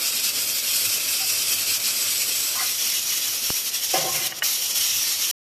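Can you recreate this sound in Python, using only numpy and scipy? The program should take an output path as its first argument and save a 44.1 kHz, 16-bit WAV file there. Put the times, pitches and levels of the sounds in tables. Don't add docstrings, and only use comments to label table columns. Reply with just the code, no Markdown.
import sys
import numpy as np
from scipy import signal
from scipy.fft import rfft, irfft, next_fast_len
from scipy.io import wavfile
from scipy.ndimage import uniform_filter1d, map_coordinates

SR = 44100
rng = np.random.default_rng(int(sys.argv[2]) if len(sys.argv) > 2 else 0)


def undo_db(level):
    steps = np.asarray(level, float) / 20
    return 10 ** steps


def output_pcm(signal):
    pcm = np.clip(np.atleast_2d(signal).T, -1, 1) * 32767
    wavfile.write(sys.argv[1], SR, np.round(pcm).astype(np.int16))


N = 243873
T = np.arange(N) / SR

# [t/s, share turned to the lid 0-1]
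TURN = [
    (0, 0.08),
    (2.45, 0.3),
    (2.85, 0.88),
    (5.6, 1),
]
# [t/s, level/dB]
PRESSURE = [(0, -23), (.9, -23.5), (1.75, -22), (2.4, -24.5), (2.5, -25.5), (2.78, -25), (2.84, -23.5),
            (3.6, -25), (3.97, -21), (4.2, -25.5), (4.46, -21), (4.6, -25.5), (4.72, -23), (4.78, -21.5),
            (5.0, -21.5), (5.23, -21.5), (5.31, -25)]
# [t/s, loss/dB, width/s]
ROCKS = [(0, 5, 0.045), (.11, 3.5, 0.033), (.22, 6.5, .025), (.324, 6, 0.043), (.45, 2.5, 0.029),
         (.535, 2.5, 0.036), (0.623, 3.5, 0.036), (0.999, 3.5, 0.043), (1.162, 2.5, 0.028),
         (1.252, 3, 0.037), (1.36, 1.5, 0.03), (1.44, 2, 0.073), (1.564, 4, 0.041), (1.652, 5, 0.054),
         (1.808, 6, .08), (1.941, 4, 0.1), (2.264, 3, 0.047), (3.059, 4, 0.033), (3.202, 3.5, 0.024),
         (3.317, 2, .03), (3.405, 4.5, 0.049), (3.631, 5, 0.047), (3.712, 8, 0.03), (3.799, 7.5, 0.057),
         (3.881, 4.5, 0.038), (4.04, 4.5, 0.084), (4.432, 5.5, .015), (4.679, 5, 0.024), (5.168, 3.5, .065)]
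# [t/s, length/s, loss/dB]
CHOKES = [
    (4.273, 0.16, 8),
    (4.276, 0.033, 1),
    (4.316, 0.05, 6.5),
    (4.393, 0.035, 11.5),
    (4.712, 0.045, 6),
]
# [f/Hz, level/dB per Hz]
JET_PAN = [(470, -33), (800, -27.5), (1340, -13.5), (1830, -14), (2590, -1), (2920, -2.5), (3980, -4),
           (4880, 0.5), (6510, -5.5), (7970, -4.5), (9660, -10.5), (11300, -9.5), (14000, -10)]
JET_LID = [(470, -30), (800, -23), (1310, -19), (1660, -21.5), (1890, -13), (2240, -12.5), (2920, -5.5),
           (4760, -7.5), (5630, -3), (6130, -3.5), (8170, -13), (11200, -12.5), (14000, -11.5)]
# [f/Hz, width/Hz, depth/dB]
PAN_NULLS = [(1900, 120, 4), (2900, 110, 11), (3580, 90, 6), (3950, 100, 3), (6450, 130, 7), (7350, 120, 5),
             (8400, 90, 5), (9750, 220, 8), (10600, 250, 5)]
LID_NULLS = [(2750, 80, 5), (3600, 250, 2.5), (6150, 150, 4), (7300, 120, 3), (8050, 120, 3),
             (8400, 150, 3.5), (9100, 200, 2.5), (10500, 300, 2.5), (12900, 100, 3)]
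# [f/Hz, width/Hz]
VENT = [(5620, 410), (7850, 490)]
# [level/dB over the pan, level/dB at the lid]
TONE_DB = (-13, -10)
# [t/s, level/dB under the jet]
OVERTONE = [
    (0, -18),
    (.75, -24),
    (1.7, -16),
    (2.0, -10.5),
    (2.42, -6),
    (2.52, -15.5),
    (3.0, -22),
    (5.3, -30.5),
]
# [t/s, peak level/dB]
CLINKS = [
    (4.321, -26.5),
    (4.4216, -15.5),
]
# [f/Hz, level/dB, t60/s]
WEIGHT_MODES = [(620, -19, .05), (900, -18, .03), (1180, -13, .03), (1480, -8, .03), (1680, -10, .03),
                (1868, -2, .03), (2150, -8, .03), (2487, -13, .03), (2929, 0, .025), (3957, -16, .02)]
# [t/s, level/dB, width/s]
TAP_PUSHES = [
    (3.5031, -13, .00011),
    (3.50345, -17, .0003),
    (3.5047, -18, .001),
]
# [t/s, level/dB, t60/s, centre f/Hz, spread/Hz]
KNOCKS = [(1.195, -36, 0.2, 730, 150), (2.547, -32, 0.4, 1050, 600), (2.58, -28.5, .3, 1950, 252),
          (2.599, -25, 0.12, 763, 150), (2.595, -28.5, .22, 1360, 603), (3.932, -19, 0.29, 560, 610),
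          (3.939, -27, 0.44, 1920, 1800), (3.985, -28, 0.56, 650, 500), (4.035, -27.5, 0.34, 514, 500),
          (4.052, -26, 0.15, 750, 150), (4.076, -37, 0.52, 1085, 200), (3.95, -38.5, 1.2, 145, 150),
          (4.136, -30.5, .7, 2400, 1500), (4.14, -35, 1, 590, 1210)]
# [f/Hz, width/Hz, level/dB]
CUPBOARD = [(145, 35, -4), (345, 30, 0), (535, 30, -2), (660, 35, -4), (752, 28, 2), (1060, 32, -1),
            (1220, 40, -4), (1480, 50, -4), (1665, 30, -4), (2060, 80, -1), (2370, 60, -4), (2800, 120, -4)]
# [f/Hz, level/dB per Hz]
FLAME = [(15, -55.5), (30, -10.5), (69, -18.5), (103, -8.5), (167, -20), (210, -1.5), (341, -2),
         (615, -0.5), (880, -8.5), (1350, -2), (1800, -9.5), (3000, -10.5), (4500, -30.5), (6000, -120)]
# [f/Hz, width/Hz, level/dB]
HUM = [(102, 16, 0), (125, 18, -3), (144, 16, -2)]
# [f/Hz, level/dB]
COARSE = [(100, -16), (1000, -12), (1900, 0), (2800, 4), (4200, 5), (5500, 2), (7500, 3), (8500, 5.5),
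          (11000, 5.5), (13000, 4), (13950, 8)]


def steam():
    pressure_db, = curves(PRESSURE)
    choke_db = choking()
    flow_db = pressure_db - rocking() - choke_db + 0.8 * wobble(25) + 0.9 * wobble(90)
    treble_db = facing((6, 4)) - 0.21 * choke_db + 0.5 * wobble(12)
    treble_db = treble_db - 0.4 * (pressure_db - pressure_db.mean())
    return undo_db(flow_db) * (jet_roar(treble_db) + vent_tones())


def rocking():
    return sum(loss_db * np.exp(-(2 * (T - s) / width) ** 2) for s, loss_db, width in ROCKS)


def choking():
    loss = 0
    for s, length, loss_db in CHOKES:
        press = np.clip((T - s) / 0.014, 0, 1)
        release = np.clip((s + length - T) / 0.0071, 0, 1)
        loss = loss + loss_db * press * release
    return loss


def jet_roar(treble_db):
    turn, = curves(TURN)
    low = lambda hz: 1 / (1 + (hz / 8500) ** 8)
    jet = 0
    for spectrum, echoes, share in (JET_PAN, PAN_NULLS, 1 - turn), (JET_LID, LID_NULLS, turn):
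        colour = lambda hz: undo_db(along(spectrum, hz) - nulls(echoes, hz))
        roar = unit(filtered(eddies(patchy_db=1.13, streaky_db=1.5), colour))
        body = filtered(roar, low)
        jet = jet + np.sqrt(share) * (body + undo_db(treble_db) * (roar - body))
    return jet


def vent_tones():
    tones = 0
    overtone_db, = curves(OVERTONE)
    for (hz, width), under_db in zip(VENT, (facing(TONE_DB), overtone_db)):
        column = resonances([(hz, width, 0)])
        tone = unit(filtered(rng.standard_normal(N), lambda f: column(f) ** 2))
        tones = tones + undo_db(under_db + 1.0 * wobble(30) + 0.57 * wobble(6)) * tone
    return tones


def eddies(patchy_db, streaky_db):
    z = signal.stft(rng.standard_normal(N + 1024), nperseg=512)[2]

    def field(bins, hops):
        across = uniform_filter1d(rng.standard_normal(z.shape), bins, 0)
        return unit(uniform_filter1d(across, hops, 1))

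    gain = undo_db(patchy_db * field(bins=6, hops=7) + streaky_db * field(bins=2, hops=11))
    return signal.istft(z * gain, nperseg=512)[1][:N]


def nulls(rows, hz):
    return sum(depth_db / (1 + (2 * (hz - c) / w) ** 2) for c, w, depth_db in rows)


def weight():
    out = np.zeros(N + SR)
    age = np.arange(SR // 20) / SR
    grip = (1 - np.exp(-age / 0.00064)) / (1 + (age / 0.011) ** 6)
    for s, db in CLINKS:
        ring = 0
        for hz, level, t60 in WEIGHT_MODES:
            decay = undo_db(level - 20 * age / t60)
            ring = ring + decay * np.sin(2 * np.pi * (hz * age + rng.uniform()))
        out[round(s * SR):][:len(age)] += undo_db(db - 1.0) * ring * grip
    return out[:N]


def tap():
    pushes = 0
    for k, (s, db, width) in enumerate(TAP_PUSHES):
        pushes = pushes + (-1) ** k * undo_db(db) * np.exp(-((T - s) / width) ** 2)
    return filtered(pushes, lambda f: (1j * f / (40 + 1j * f)) ** 2)


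def knocks():
    rise_s = 0.0052
    blows, hz = 0, np.fft.rfftfreq(8192, 1 / SR)
    cupboard = resonances(CUPBOARD)
    for s, db, t60, centre_hz, spread_hz in KNOCKS:
        age = np.clip(T - s, 0, None)
        echoes = undo_db(db - 60 * age / t60 + 1.6 * wobble(60)) * (1 - np.exp(-age / rise_s))
        struck = resonances([(centre_hz, spread_hz, 0)])
        part = lambda f: struck(f) ** 2
        power = np.mean(np.abs(part(hz) * cupboard(hz)) ** 2)
        blows = blows + filtered(echoes * rng.standard_normal(N), part) / np.sqrt(power)
    return filtered(blows, cupboard)


def stove():
    flame = unit(filtered(eddies(patchy_db=1.2, streaky_db=0.8), lambda hz: undo_db(along(FLAME, hz))))
    hum = unit(filtered(rng.standard_normal(N), lambda f: resonances(HUM)(f) ** 2))
    flame_db = facing((-43, -48.5)) + 0.68 * wobble(9)
    hum_db = facing((-56.5, -61.5)) + 2.3 * wobble(6.1)
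    return undo_db(flame_db) * flame + undo_db(hum_db) * hum


def facing(pair_db):
    return pair_db[0] + (pair_db[1] - pair_db[0]) * curves(TURN)[0]


def unit(x):
    return x / np.sqrt(np.mean(x ** 2) + 1e-20)


def along(points, hz):
    f, v = np.transpose(points)
    return np.interp(np.log(hz + 1), np.log(f + 1), v)


def curves(rows):
    s, *cols = np.transpose(rows)
    return [np.interp(T, s, c) for c in cols]


def wobble(rate):
    knots = rng.standard_normal(int(N * rate / SR) + 4)
    return map_coordinates(knots, [np.arange(N) * rate / SR])


def filtered(x, response):
    m = next_fast_len(N + SR // 2)
    return irfft(rfft(x, m) * response(np.fft.rfftfreq(m, 1 / SR)), m)[..., :N]


def resonances(modes):
    def response(f):
        total = 0
        for k, (c, w, db) in enumerate(modes):
            total = total + (-1) ** k * undo_db(db) * 1j * f * w / (c * c - f * f + 1j * f * w)
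        return total
    return response


def phone_rounding(x):
    block, top_hz = 1024, 13960
    n, k = np.arange(2 * block) + 0.5, np.arange(block) + 0.5
    window = np.sqrt(2 / block) * np.sin(np.pi * n / (2 * block))
    basis = window * np.cos(np.pi / block * np.outer(k, n + block / 2))
    padded = np.pad(x, (block, 2 * block - N % block))
    frames = np.lib.stride_tricks.sliding_window_view(padded, 2 * block)[::block]
    lines = frames @ basis.T
    mask = np.sqrt(np.abs(uniform_filter1d(lines ** 2, size=70, axis=1)) + 1e-16)
    parts = np.mean(frames.reshape(len(frames), 8, -1) ** 2, axis=2) + 1e-16
    sudden = parts.max(axis=1) > 12 * parts.min(axis=1)
    hz = k * SR / (2 * block)
    step = mask * undo_db(along(COARSE, hz) - 20 * sudden[:, None])
    lines = np.sign(lines) * np.floor(np.abs(lines) / step + 0.4) * step * (hz < top_hz)
    halves = (lines @ basis).reshape(len(frames), 2, block)
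    return (halves[1:, 0] + halves[:-1, 1]).ravel()[:N]


def scene():
    kitchen = steam() + weight() + tap() + knocks() + stove()
    return np.array([1, 1])[:, None] * kitchen


def band_limit(x):
    return signal.sosfilt(signal.butter(12, 15130, fs=SR, output="sos"), x)


def record(dry):
    end_s = 5.3118
    kept = phone_rounding(dry[0]) * (np.arange(N) < end_s * SR)
    return band_limit(np.array([kept, kept]))


dry = scene()
out = record(dry)
output_pcm(out)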